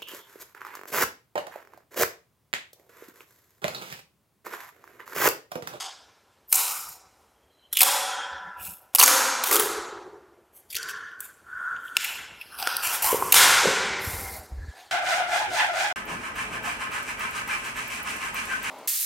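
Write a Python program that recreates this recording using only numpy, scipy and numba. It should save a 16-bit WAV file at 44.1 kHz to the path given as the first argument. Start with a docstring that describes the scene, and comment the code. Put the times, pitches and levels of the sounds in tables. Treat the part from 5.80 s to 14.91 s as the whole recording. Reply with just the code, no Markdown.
"""Bare room with hard walls, low at one wall, one phone microphone: masking tape is jerked off its roll.
Short strips are pulled and rubbed down. The glue lets go in dense tiny fractures that fizz, snap the
backing and shake the taut strip; strip and roll squeak and groan, and the card roll knocks hollowly.
The walls ring on after every pull, built from decaying noise; the worker gets up with a few thuds.
The phone's noise suppressor shortens the tails."""
import sys
import numpy as np
from scipy import signal
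from scipy.fft import rfft, irfft, next_fast_len
from scipy.io import wavfile
from scipy.ndimage import uniform_filter1d, minimum_filter1d
from numba import njit

SR = 44100
rng = np.random.default_rng(int(sys.argv[2]) if len(sys.argv) > 2 else 0)


def generate_wav(signal):
    """Clip the signal to [-1, 1] and save it as 16-bit WAV at the path in sys.argv[1]."""
    frames = np.transpose(np.atleast_2d(signal))
    scaled = np.clip(frames, -1, 1) * 32767
    pcm = np.round(scaled).astype(np.int16)
    wavfile.write(sys.argv[1], SR, pcm)


N = 401751
T = np.arange(N) / SR
TOP_HZ = 15800  # top of the microphone's band; squeaks centred above it are left out


def undb(db):
    """Decibels to gain."""
    return 10 ** (np.asarray(db) / 20)


def on_log_axis(hz, points, values):
    """Join points by straight lines over log frequency."""
    return np.interp(np.log(np.maximum(hz, 1)), np.log(points), values)


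def colour(x, spectrum, size=2048):
    """Causal minimum-phase filter of unit power gain with the given (f/Hz, level/dB) shape."""
    gain = undb(on_log_axis(np.fft.rfftfreq(size, 1 / SR), *np.transpose(spectrum)))
    cepstrum = irfft(np.log(gain))
    cepstrum[1:size // 2] *= 2  # fold onto positive time
    cepstrum[size // 2 + 1:] = 0
    response = irfft(np.exp(rfft(cepstrum)))
    return signal.fftconvolve(x, response / np.linalg.norm(response))[:len(x)]


def add(track, s, sound):
    """Mix a sound into a track from time s on, cutting what falls outside."""
    start = int(s * SR)
    sound, start = sound[max(-start, 0):], max(start, 0)
    part = track[..., start:start + len(sound)]
    part += sound[:part.shape[-1]]


def wander(hz, size=N, order=4):
    """Complex random motion of unit power, about hz fast."""
    f = np.fft.fftfreq(next_fast_len(size), 1 / SR)
    spectrum = np.exp(2j * np.pi * rng.random(len(f))) / np.sqrt(1 + np.abs(f / hz) ** order)
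    z = np.fft.ifft(spectrum)[:size]
    return z / np.std(z)


def resonate(x, modes):
    """Ring a table of steep resonances: f/Hz, width/Hz, level/dB."""
    out = 0
    for hz, width, db in modes:
        peak = signal.iirpeak(hz, hz / width, fs=SR)
        once = signal.lfilter(*peak, x)
        out = out + undb(db) * signal.lfilter(*peak, once)
    return out


# Still air of the house, relative spectrum: f/Hz, level/dB
AIR_TONE = [(15, -70), (25, -37), (59, -5), (175, -17.5), (277, -16), (531, -14), (624, -13), (1890, -20.5),
            (3340, -25.5), (3620, -29.5), (14300, -30), (16000, -56)]
AIR_DB = -51.5  # overall level


def still_air():
    """Steady noise in the colour of the house at rest."""
    return undb(AIR_DB) * colour(rng.standard_normal(N), AIR_TONE)


# Low background noise, course of its level: t/s, level/dB
LOW_NOISE_LEVEL = [(0, -66.5), (4.4, -78), (5.2, -58), (6.3, -52.5), (7.0, -54.5), (7.6, -44), (8.5, -48),
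                   (9.1, -68)]
# Its dull colour, relative spectrum: f/Hz, level/dB
LOW_NOISE_TONE = [(25, -10.5), (60, 0), (150, -1), (300, -6), (700, -9.5), (3000, -37), (16000, -52.5)]


def low_noise(flutter_hz=9, flutter_db=2):
    """Dull, uneven low background noise: filtered noise whose level sinks, then rises, and flutters."""
    db = np.interp(T, *np.transpose(LOW_NOISE_LEVEL)) + flutter_db * wander(flutter_hz).real
    return undb(db) * colour(rng.standard_normal(N), LOW_NOISE_TONE)


# Soft rumbles as the worker leans and shifts weight: t/s, length/s, f/Hz, level/dB
LEANS = [(.8, 0.39, 164, -61), (2.46, 0.15, 73.4, -54), (2.58, 0.18, 182, -54.5), (2.75, 0.19, 77, -52),
         (2.8, .19, 183, -55), (8.221, 0.42, 75.2, -45), (8.69, .2, 71, -40.5)]
RUMBLE_WIDTH_HZ = 12


def rumbles():
    """Low swells without a blow: narrow noise under a half-sine."""
    out = np.zeros(N)
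    for s, length, hz, db in LEANS:
        t = T[:int(length * SR)]
        ring = wander(RUMBLE_WIDTH_HZ, size=SR)[:len(t)] * np.exp(2j * np.pi * hz * t)
        swell = ring.real * np.sin(np.pi * t / length)
        add(out, s, swell * undb(db) / np.std(swell))
    return out


def bump(hz, rise_cycles):
    """A soft blow on a heavily damped resonance; lower ones swell and fade more slowly."""
    rise = rise_cycles / hz
    t = T[:int(10 * rise * SR)]
    return t / rise * np.exp(1 - t / rise) * np.sin(2 * np.pi * hz * t)


# Dull thuds as the worker shifts, gets up and steps: t/s, f/Hz, level/dB
FLOOR_THUDS = [(4.944, 71, -43), (7.068, 89, -40.5), (7.24, 64, -39.5), (8.272, 89, -23.5),
               (8.335, 80, -29), (8.377, 59, -31), (8.43, 79.5, -37), (8.587, 67.7, -37),
               (8.719, 63.4, -26), (8.78, 55, -26.5), (8.829, 68.2, -32), (8.881, 66.6, -27.5)]
THUD_RISE_CYCLES = 0.42


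def thuds():
    """Low damped blows that stay dry, with no wall echo."""
    out = np.zeros(N)
    for s, hz, db in FLOOR_THUDS:
        add(out, s, undb(db) * bump(hz, THUD_RISE_CYCLES))
    return out


# The bare room: f/Hz, t60/s, echo energy/dB against the sound sent to the walls
ROOM_DECAY = [(85, 1.1, -9.5), (180, 2.4, 3), (330, 1.2, 4), (520, 1.8, 0.5), (660, 2.1, -4.5),
              (830, 2.2, -1), (1550, 1.86, 5.5), (2590, 1.525, -2), (5630, 1.405, -0.5), (9300, 0.9, -2.5),
              (15000, 0.6, -9)]


def echoes(first_s=0.0066, build_s=0.015, size=512):
    """Dense wall echoes: noise that builds up after a short gap and decays at each band's own rate."""
    f, t, cells = signal.stft(rng.standard_normal(2 * SR), SR, nperseg=size)
    hz, t60, echo_db = np.transpose(ROOM_DECAY)
    decay = np.log(1000) / on_log_axis(f, hz, t60)[:, None]
    gain = undb(on_log_axis(f, hz, echo_db))[:, None] * np.sqrt(2 * decay / SR)
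    tail = signal.istft(cells * gain * np.exp(-decay * t), SR, nperseg=size)[1]
    return tail * (1 - np.exp(-np.maximum(T[:len(tail)] - first_s, 0) / build_s))


def room(x, count=5, shift_s=.045):
    """Hands and strip keep moving, so the sound glides from one pattern of echoes to the next."""
    out = np.zeros(N)
    for place in range(count):
        distance = np.abs((T / shift_s - place) % count - count / 2)
        share = np.cos(np.pi / 2 * np.minimum(distance, 1))
        out += signal.fftconvolve(x * share, echoes())[:N]
    return out


# Hollow knocks of the card roll: t/s, f/Hz, level/dB
ROLL_KNOCKS = [(3.796, 430, -20.5), (3.832, 173, -44.5), (7.328, 454, -13.5), (7.344, 460, -14),
               (7.424, 980, -11), (7.855, 510, -12), (7.869, 189.2, -25), (8.937, 740, -34.5)]
KNOCK_RISE_CYCLES, KNOCK_SEND_DB = 0.82, -6.5


def knocks():
    """Damped blows on the roll; returns the direct sound and what goes to the walls."""
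    out = np.zeros(N)
    for s, hz, db in ROLL_KNOCKS:
        add(out, s, undb(db) * bump(hz, KNOCK_RISE_CYCLES))
    return np.array([out, undb(KNOCK_SEND_DB) * out])


# Tape rubbed down with a hoarse squeak, one list a stroke: t/s, level/dB before the gains below, f/Hz
RUB_STROKES = [
    [(4.96, -44, 1453), (5.024, -38, 1486), (5.244, -43, 1446), (5.368, -45.5, 1516), (5.436, -43.5, 1476),
     (5.49, -58, 1487)],
    [(5.63, -59.5, 1450), (5.652, -49, 1432), (5.738, -37.5, 1428), (5.904, -32, 1444), (6.146, -54, 1453),
     (6.16, -46, 1496)],
]
# Resonances of the rubbed tape: multiple of the stroke's f, level/dB
RUB_MODES = [(1, 2), (.75, -14.5), (1.16, -9.5), (2.13, -35)]


def rubbing(width_hz, direct_db, send_db, skirt_hz=450, skirt_db=-20):
    """Uneven friction keeps a few gliding resonances ringing over a faint broad scrape."""
    rings = [wander(width_hz, order=7) for _ in RUB_MODES]
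    rings[0] = rings[0] + undb(skirt_db) * wander(skirt_hz, order=7)
    out = np.zeros(N)
    for stroke in RUB_STROKES:
        s, db, hz = np.transpose(stroke)
        phase = 2 * np.pi * np.cumsum(np.interp(T, s, hz)) / SR
        active = (T > s[0]) * (T < s[-1])
        gain = uniform_filter1d(undb(np.interp(T, s, db)) * active, size=900)
        for ring, (multiple, mode_db) in zip(rings, RUB_MODES):
            squeak = (ring * np.exp(1j * multiple * phase)).real
            out += gain * undb(mode_db) * np.sqrt(2) * squeak
    return np.array([undb(direct_db) * out, undb(send_db) * out])


# The dragged strip squeaks, the turning roll groans:
# t/s, length/s, f/Hz, width/Hz, level/dB before the mode levels, room send/dB
SQUEAKS = [(-.05, 0.25, 754, 42, -47.5, -7.5), (.675, 0.069, 13300, 450, -42.5, -8),
           (0.74, 0.23, 907, 64, -45, -4), (0.759, .36, 1275, 120, -43, -9.5),
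           (.93, 0.19, 12500, 360, -50, -15), (1.451, .46, 3230, 50, -66, -2.5),
           (1.748, 0.2, 3120, 130, -57, -7), (1.662, 0.31, 4050, 100, -60.5, -5),
           (2.019, 0.069, 530.6, 57, -44, 11.5), (2.02, 0.02, 915, 95, -35, 11),
           (2.201, 0.79, 993, 12, -47.5, -8.5), (2.15, 0.58, 1451, 100, -39.5, -9.5),
           (2.549, .42, 1346, 34, -47, -9), (2.249, 0.64, 1698, 70, -46, -15),
           (2.046, .5, 3240, 28, -45, -8), (2.2, 0.48, 3470, 60, -54.5, -7.5),
           (2.746, .21, 2640, 250, -48, -6), (3.189, .2, 268.7, 31, -48.5, 5),
           (3.68, .13, 402, 69, -31, 0.5), (3.75, 0.84, 379.7, 38, -49, -4.5),
           (3.686, 0.16, 1290, 140, -31, -14), (3.778, 0.51, 1305, 35, -44, -21),
           (3.95, .57, 921, 30, -59, -14.5), (4.922, 0.16, 427, 56, -52, 3.5),
           (4.992, 0.24, 1073, 90, -49, 1), (4.994, 0.4, 1704, 105, -43.5, -17),
           (5.081, 0.32, 3100, 180, -56.5, -2), (5.93, 0.23, 3150, 150, -58, -7),
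           (6.19, 0.22, 2680, 230, -39, -10.5), (6.48, 0.32, 2740, 45, -55, -18),
           (6.551, 0.15, 5240, 200, -57, -8), (6.506, .24, 11300, 800, -54, -5),
           (6.68, 0.17, 10300, 750, -49, -5), (6.69, 0.14, 1390, 190, -44, -3.5),
           (6.788, 0.074, 767, 80, -36, -3.5), (6.819, 0.12, 1480, 130, -39, -19),
           (7.018, .079, 2540, 210, -35, -8), (7.24, 0.16, 1018, 95, -28.5, -7),
           (7.367, 0.17, 1050, 100, -35, -26), (7.56, 0.64, 1508, 140, -34.5, -27),
           (7.823, 0.11, 468.8, 108, -27.5, -3), (7.904, 0.46, 2110, 240, -36.5, -10.5),
           (8.239, 0.427, 2095, 83, -46, -10), (8.152, 0.72, 772, 29, -49.5, -9),
           (8.502, 0.14, 640, 36, -49.5, 0), (8.718, 0.23, 1701, 64, -51.5, -0.5),
           (8.925, 0.14, 740, 51, -48.5, 4.5)]
# Resonances of every squeak: multiple of its f, level/dB
SQUEAK_MODES = [(1, 1), (2.049, -16)]
SQUEAK_SAG_PER_S = .025  # share of the pitch lost each second


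def singing():
    """Swells of friction in a narrow resonance with a weak overtone; pitch sags as the strip lengthens."""
    out = np.zeros((2, N))
    for s, length, pitch_hz, width_hz, db, send_db in SQUEAKS:
        t = T[:int(length * SR)]
        gliding_hz = pitch_hz * (1 - SQUEAK_SAG_PER_S * (t - length / 2))
        phase = 2 * np.pi * np.cumsum(gliding_hz) / SR
        for multiple, mode_db in SQUEAK_MODES:
            if pitch_hz * multiple > TOP_HZ:
                continue
            motion = wander(width_hz * multiple, size=SR, order=6)[:len(t)]
            ring = motion * np.exp(1j * multiple * phase)
            swell = ring.real * np.sin(np.pi * t / length)
            swell *= undb(db + mode_db) / (np.std(swell) * np.sqrt(2))
            add(out[0], s, swell)
            add(out[1], s, undb(send_db) * swell)
    return out


def fractures(rate, spread_db, catch_hz, catch_db):
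    """Glue threads snap at random (rate per s), in clusters as the peel line catches and runs."""
    happens = rng.random(N) < rate / SR
    size = undb(spread_db * np.minimum(rng.exponential(size=N), 4))
    return happens * size * rng.choice([-1, 1], N) * undb(catch_db * wander(catch_hz).real)


def near_echo(burst, shortest_s=.0003, longest_s=0.001, share=0.49):
    """The wall just behind the hands throws back a copy that ripples the direct sound."""
    lag = int(rng.uniform(shortest_s, longest_s) * SR)
    return burst + share * np.pad(burst, (lag, 0))[:len(burst)]


def all_round(burst):
    """Summed over all directions, the ripples in a burst's spectrum even out."""
    even = irfft(np.exp(1j * np.angle(rfft(burst))), len(burst))
    return even * np.std(burst) / np.std(even)


# Relative colours of glue fizz, snapping backing and shaken strip: f/Hz, level/dB
FIZZ_TONE = [(100, -70), (1000, -36), (4000, -11), (6500, -7), (9000, -2.5), (11000, -0.5), (13300, 1.5),
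             (15000, -4.5), (16000, -3.5)]
SNAP_TONE = [(100, -67.5), (600, -27.5), (1600, -8.5), (2300, -2), (2900, -3), (3500, -2.5), (4600, -5),
             (5800, -6), (7500, -6), (11000, -13.5), (16000, -28.5)]
BODY_TONE = [(60, -58), (180, -33), (300, -16.5), (500, -10), (620, -4), (760, 4.5), (1000, 3),
             (1450, -2.5), (2000, -11.5), (3200, -19.5), (8000, -51)]
# Resonances of the stretched strip on its roll: f/Hz, width/Hz, level/dB
STRIP_MODES = [(542.7, 31, 11), (770, 46, -0.5), (977, 150, 2), (1305, 180, 6), (1580, 120, -5.5),
               (3020, 260, -2.5)]
# A snapping patch of backing: fixed width, share of its pitch added to the width, room send
RING_WIDTH_HZ, RING_WIDTH_SHARE, RING_SEND_DB = 400, .17, -4


def peel(table, grains, attack, release, body_db):
    """Runs of fractures drive glue, backing and strip, sudden ones ring a patch; gives direct and walls."""
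    drive, rings = np.zeros((3, 2, N)), np.zeros((2, N))
    for s, length, level_db, fizz_db, *patch, send_db in table:
        parts_db = level_db + np.array([fizz_db, 0, body_db])
        u = np.arange(int(3 * length * SR)) / (length * SR)
        rise = attack * np.interp(max(parts_db), [-40, -27], [4, 1])  # gentle pulls start slowly
        shape = np.minimum(u / rise, 1) / (1 + np.exp((u - 1 + release) / release * 2))
        run = np.take(grains, int(s * SR) + np.arange(len(u)), mode="wrap") * shape
        run *= np.sqrt(length * SR / (np.sum(run ** 2) + 1e-9))
        for part, db in zip(drive, parts_db):
            burst = run * rng.choice([-1, 1], 2 * SR)[:len(run)]  # a fracture kicks each part either way
            add(part[0], s, near_echo(burst) * undb(db))
            add(part[1], s, all_round(burst) * undb(db + send_db))
        if patch:
            ring_hz, ring_db = patch
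            width = RING_WIDTH_HZ + RING_WIDTH_SHARE * ring_hz
            ring = resonate(np.pad(run, (0, len(run))), [(ring_hz, width, 0)])
            ring *= undb(ring_db) * np.linalg.norm(run) / (np.linalg.norm(ring) + 1e-9)
            add(rings[0], s, ring)
            add(rings[1], s, ring * undb(RING_SEND_DB))
    tones = (FIZZ_TONE, SNAP_TONE, BODY_TONE)
    broad = np.array([sum(colour(part[way], tone) for part, tone in zip(drive, tones))
                      for way in range(2)])
    return broad + rings + resonate(drive[2] + 1e-18, STRIP_MODES)  # the offset avoids denormals


@njit
def band(x, hz, width):
    """State-variable band-pass with a moving centre, gain 1 there."""
    y, b, low = np.empty(len(x)), 0., 0.
    for i in range(len(x)):
        g, k = np.tan(np.pi * hz[i] / SR), width / hz[i]
        v = (b + g * (x[i] + 1e-18 - low)) / (1 + g * (g + k))
        b, low, y[i] = 2 * v - b, low + 2 * g * v, k * v
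    return y


# Each new grip frees another length of tape with its own peaks and hollows:
# from t/s, sway of the slack tape/octaves, list of (f/Hz, width/Hz, level/dB)
GRIP_MODES = [ (0, 0.013, [(1090, 56, 0), (1920, 180, -10), (2540, 700, -1), (4930, 1700, 2)]),
              (0.599, 0.0098, [(747, 51, 6.5), (1660, 370, -16.5), (3380, 520, -3.5)]),
              (1.6, .004, [(405, 130, -7.5), (528, 43, 4.5), (654, 100, -5), (767, 28, 10.5), (1140, 26, 7),
              (1358, 58, 2), (1680, 120, -0.5), (2480, 5400, -3), (3420, 116, 7), (5240, 190, 3.5)]),
              (3.099, 0.0089, [(508, 99, 9), (1165, 85, 3.5), (1520, 59, 2.5), (2670, 2800, -1.5),
              (6800, 1700, 0.5)]), (4.6, 0.019, [(2670, 540, 0.5), (4000, 520, -7.5), (5230, 970, -6.5)]),
              (6.15, 0.016, [(906, 175, 9.5), (1510, 180, 4.5), (1720, 130, 0.5), (2580, 1400, 3),
              (4750, 1300, -3.5)]), (6.55, 0.044, [(920, 110, 3.5), (1360, 150, 7.5), (2030, 730, -4.5),
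              (2700, 270, 5), (3460, 760, -0.5), (5000, 580, 5.5), (7170, 2500, -16)]),
              (7.0, 0.24, [(726, 73, 8), (1404, 100, 3.5), (2570, 230, 7), (4150, 1200, -9),
              (6200, 320, 0.5)]), (7.516, 0.018, [(850, 540, -2), (1560, 150, 1.5), (2200, 550, 1.5),
              (3180, 850, 2), (4560, 910, -0.5)]), (8.15, 0.014, [(2056, 130, -3), (3140, 1150, -9),
              (4680, 1700, 2.5)]), (8.85, .02, [(3240, 700, 5.5)]), ]
SWAY_HZ = 9  # how fast the slack tape flexes


def gripped(sound, size=2048):
    """The free length of tape colours each pull; its peaks and hollows sway as it flexes."""
    out = np.zeros((2, N))
    edges = [max(int(grip[0] * SR), 0) for grip in GRIP_MODES] + [N]
    for (s, sway, modes), start, end in zip(GRIP_MODES, edges, edges[1:]):
        part = np.pad(sound[:, start:end], ((0, 0), (0, size)))
        for hz, width, db in modes:
            centre = hz * 2 ** (sway * wander(SWAY_HZ, size=2 * SR).real)
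            centre = np.resize(centre, part.shape[1])
            peak = np.array([band(way, centre, float(width)) for way in part])
            part = part + (undb(db) - 1) * peak
        for track, way in zip(out, part):
            add(track, s, way)
    return out


# Levels in these three tables hold before the strip and grip resonances; fizz is relative to the level.
# The peel line slips on the taut strip:
# t/s, length/s, level/dB, fizz/dB, ring of the backing f/Hz, ring level/dB
TAUT_SLIPS = [(.717, 0.0055, -50, 20.5, 2470, -52.5), (.7258, 0.0064, -25, 16, 2580, -26.5),
              (0.741, 0.0075, -32, 12, 7450, -27), (.754, 0.0074, -33.5, 16, 7650, -21.5),
              (.77, 0.0043, -40, 14.5, 7500, -35), (1.084, .014, -54.5, 11.5, 12200, -41),
              (1.927, 0.012, -35, 10, 11480, -30.5), (2.014, 0.0076, -20, 9, 4070, -19.5),
              (2.0305, 0.0055, -20.5, 12.5, 3400, -31), (3.149, 0.0037, -26.5, 13.5, 11600, -14),
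              (3.156, 0.0065, -35.5, 18, 2760, -26.5), (3.184, .0036, -26, 5.5, 5100, -19),
              (3.197, 0.002, -17.5, 9, 5800, -16), (3.2, 0.0041, -25, 3, 4400, -12.5),
              (3.212, 0.0057, -22.5, 6, 2870, -14.5), (3.226, 0.0041, -16.5, 5.5, 2600, -20.5),
              (3.232, 0.0093, -18, 9, 6900, -20.5), (3.236, 0.004, -16.5, 8.5, 6600, -10.5),
              (3.26, 0.0026, -34, 8, 7500, -14.5), (3.277, 0.006, -21.5, 7.5, 1290, -21.5),
              (3.637, 0.0056, -25, 4.5, 3960, -34.5), (3.7102, 0.0087, -28, 7, 1270, -25.5),
              (3.757, 0.0054, -25.5, 8.5, 3820, -34), (3.764, 0.0077, -26, 5, 6850, -29),
              (3.795, .014, -26.5, 1.5, 10500, -24.5), (5.404, 0.0048, -43.5, 16.5, 7730, -50),
              (6.825, 0.0051, -29.5, -4, 5170, -41), (6.8724, 0.0026, -18.5, -7.5, 1370, -22.5),
              (6.9667, 0.0027, -35, 17, 4860, -29.5), (7.221, 0.016, -39.5, 16.5, 2650, -41.5),
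              (7.522, 0.0053, -12, 14, 2600, -10)]
# Slack paper backing cracks as it is creased or torn: columns as for the slips
BACKING_CRACKS = [(1.947, 0.01, -39, 3, 3400, -34.5), (1.9655, 0.01, -24.5, 4.5, 2920, -21.5),
                  (1.986, 0.011, -31, 11.5, 2700, -29.5), (2.003, .004, -27, 7, 2390, -24.5),
                  (2.005, 0.0043, -21, 10.5, 2400, -14), (4.9, 0.012, -42, 4, 5000, -40.5),
                  (4.925, 0.0066, -35.5, 2, 2400, -44), (4.944, 0.0026, -32.5, -0.5, 2350, -32),
                  (4.9512, 0.0038, -33, 6, 4200, -25), (4.961, 0.0087, -29, -1, 5210, -28.5),
                  (4.984, .002, -35, -1, 5500, -32), (5.029, 0.0021, -34, 2.5, 5200, -28),
                  (5.082, 0.023, -39.5, 1, 5300, -41), (5.315, 0.0018, -49, 1, 3150, -43),
                  (5.963, .003, -43.5, -18, 3100, -40.5), (6.08, 0.0021, -60, -10, 3100, -38),
                  (6.1674, 0.0028, -16, -3, 2640, -22), (6.19, 0.047, -49.5, 7, 2110, -45.5),
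                  (6.242, 0.008, -39, 11, 2460, -30.5), (6.611, 0.0057, -44.5, 6, 2700, -35)]
# Steady peeling and sliding of the tape: t/s, length/s, level/dB, fizz/dB, room send/dB
STEADY_PULLS = [(-.06, .19, -39, -13.5, -2), (.688, 0.031, -53.5, 10.5, 5), (.74, .22, -36, 6, -8.5),
                (.86, 0.25, -50, 10.5, -8), (1.06, 0.14, -56.5, 9.5, -14),
                (2.02, 0.018, -32.5, -10.5, 16.5), (2.765, 0.25, -51, 12, -12), (3.188, 0.046, -25, 9, -2),
                (3.25, 0.037, -32.5, 1.5, 15.5), (3.63, 0.19, -38, 6, -14), (3.722, 0.052, -28.5, 6.5, -8),
                (3.77, 0.12, -38.5, 7, -22), (4.72, .11, -58.5, 11, 3), (5.4, 0.095, -50.5, 7, 1.5),
                (5.55, .65, -61, -0.5, 12), (5.98, 0.19, -58.5, 6, 8.5), (6.2, 0.22, -50, 7, 2.5),
                (6.56, 0.44, -52.5, 1, -4), (6.75, 0.35, -43.5, 1.5, -11), (6.775, 0.051, -45.5, 8, 1.5),
                (7.02, 0.12, -35, 4, 2), (7.09, 0.049, -40, 3, 0), (7.125, 0.063, -36.5, 6, -3),
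                (7.222, .19, -35, 8.5, -9), (7.37, 0.13, -56, 12, 17), (7.54, 0.018, -24, 3, 2.5),
                (7.553, 0.047, -19.5, -12, 9.5), (7.7, 0.4, -41, -8, 6.5), (8.18, 0.28, -52, 13.5, 5),
                (8.33, 0.27, -56.5, 13.5, -2), (8.47, 0.2, -51.5, 7.5, -13), (8.93, 0.15, -53.5, -2, 5)]
SLIP_BODY_DB, CRACK_BODY_DB, PULL_BODY_DB = -3.5, -22.5, -5  # how much each shakes the strip, re its level
SLIP_SEND_DB, CRACK_SEND_DB = 1, 0  # share of the sudden sounds that goes to the walls


def tape():
    """Slips start fast and die away; cracks swell briefly; strong pulls start fast, gentle ones swell."""
    slips = peel([(*row, SLIP_SEND_DB) for row in TAUT_SLIPS],
                 fractures(rate=11000, spread_db=-5.0, catch_hz=400, catch_db=5.0),
                 attack=0.19, release=1.0, body_db=SLIP_BODY_DB)
    cracks = peel([(*row, CRACK_SEND_DB) for row in BACKING_CRACKS],
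                  fractures(rate=6800, spread_db=-0.5, catch_hz=400, catch_db=5.5),
                  attack=1.0, release=1.0, body_db=CRACK_BODY_DB)
    pulls = peel(STEADY_PULLS, fractures(rate=5000, spread_db=1.5, catch_hz=90.5, catch_db=2.0),
                 attack=0.11, release=0.58, body_db=PULL_BODY_DB)
    return gripped(slips + cracks + pulls)  # all of them fade out


def scene():
    """Tape, roll and hands in the room, heard by one microphone: both channels are alike."""
    direct, to_walls = tape() + knocks() + singing() + rubbing(width_hz=107, direct_db=-1.0, send_db=-11)
    background = still_air() + low_noise() + rumbles() + thuds()
    return np.tile(direct + room(to_walls) + background, (2, 1))


# Level under which the suppressor closes, against its smoothed band power: f/Hz, level/dB
SUPPRESSOR_THRESHOLD = [(60, -67.5), (400, -74.5), (1200, -68.5), (3500, -78), (12000, -78.5)]


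def suppress(x, depth_db, knee, size=512):
    """Bands that sink under the threshold are turned down, so tails fall ever faster."""
    overlap = size * 3 // 4
    f, _, cells = signal.stft(x, SR, nperseg=size, noverlap=overlap)
    power = np.abs(cells) ** 2 * 3 * size / SR
    power = uniform_filter1d(power, size=9, axis=0)
    power = uniform_filter1d(power, size=9, axis=1)
    threshold = undb(on_log_axis(f, *np.transpose(SUPPRESSOR_THRESHOLD)))[:, None] ** 2
    excess = (np.maximum(power, 1e-20) / threshold) ** knee
    gain = (undb(depth_db) + excess) / (1 + excess)
    return signal.istft(cells * gain, SR, nperseg=size, noverlap=overlap)[1][:N]


CEILING_DB = 2  # re full scale; peaks above it are turned down


def limit(x, size=128):
    """Look-ahead limiter: the gain dips for a few milliseconds round each peak above the ceiling."""
    gain = np.minimum(undb(CEILING_DB) / (np.abs(x) + 1e-9), 1)
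    return x * uniform_filter1d(minimum_filter1d(gain, size=size), size=size)


def record(dry):
    """The phone cuts rumble, suppresses quiet noise, limits the peaks and cuts the top."""
    x = signal.sosfilt(signal.butter(2, 38, "high", fs=SR, output="sos"), dry)
    x = limit(np.array([suppress(channel, depth_db=-16.5, knee=1.32) for channel in x]))
    return signal.sosfilt(signal.ellip(10, .2, 80, TOP_HZ, fs=SR, output="sos"), x)


dry = scene()
out = record(dry)
generate_wav(out)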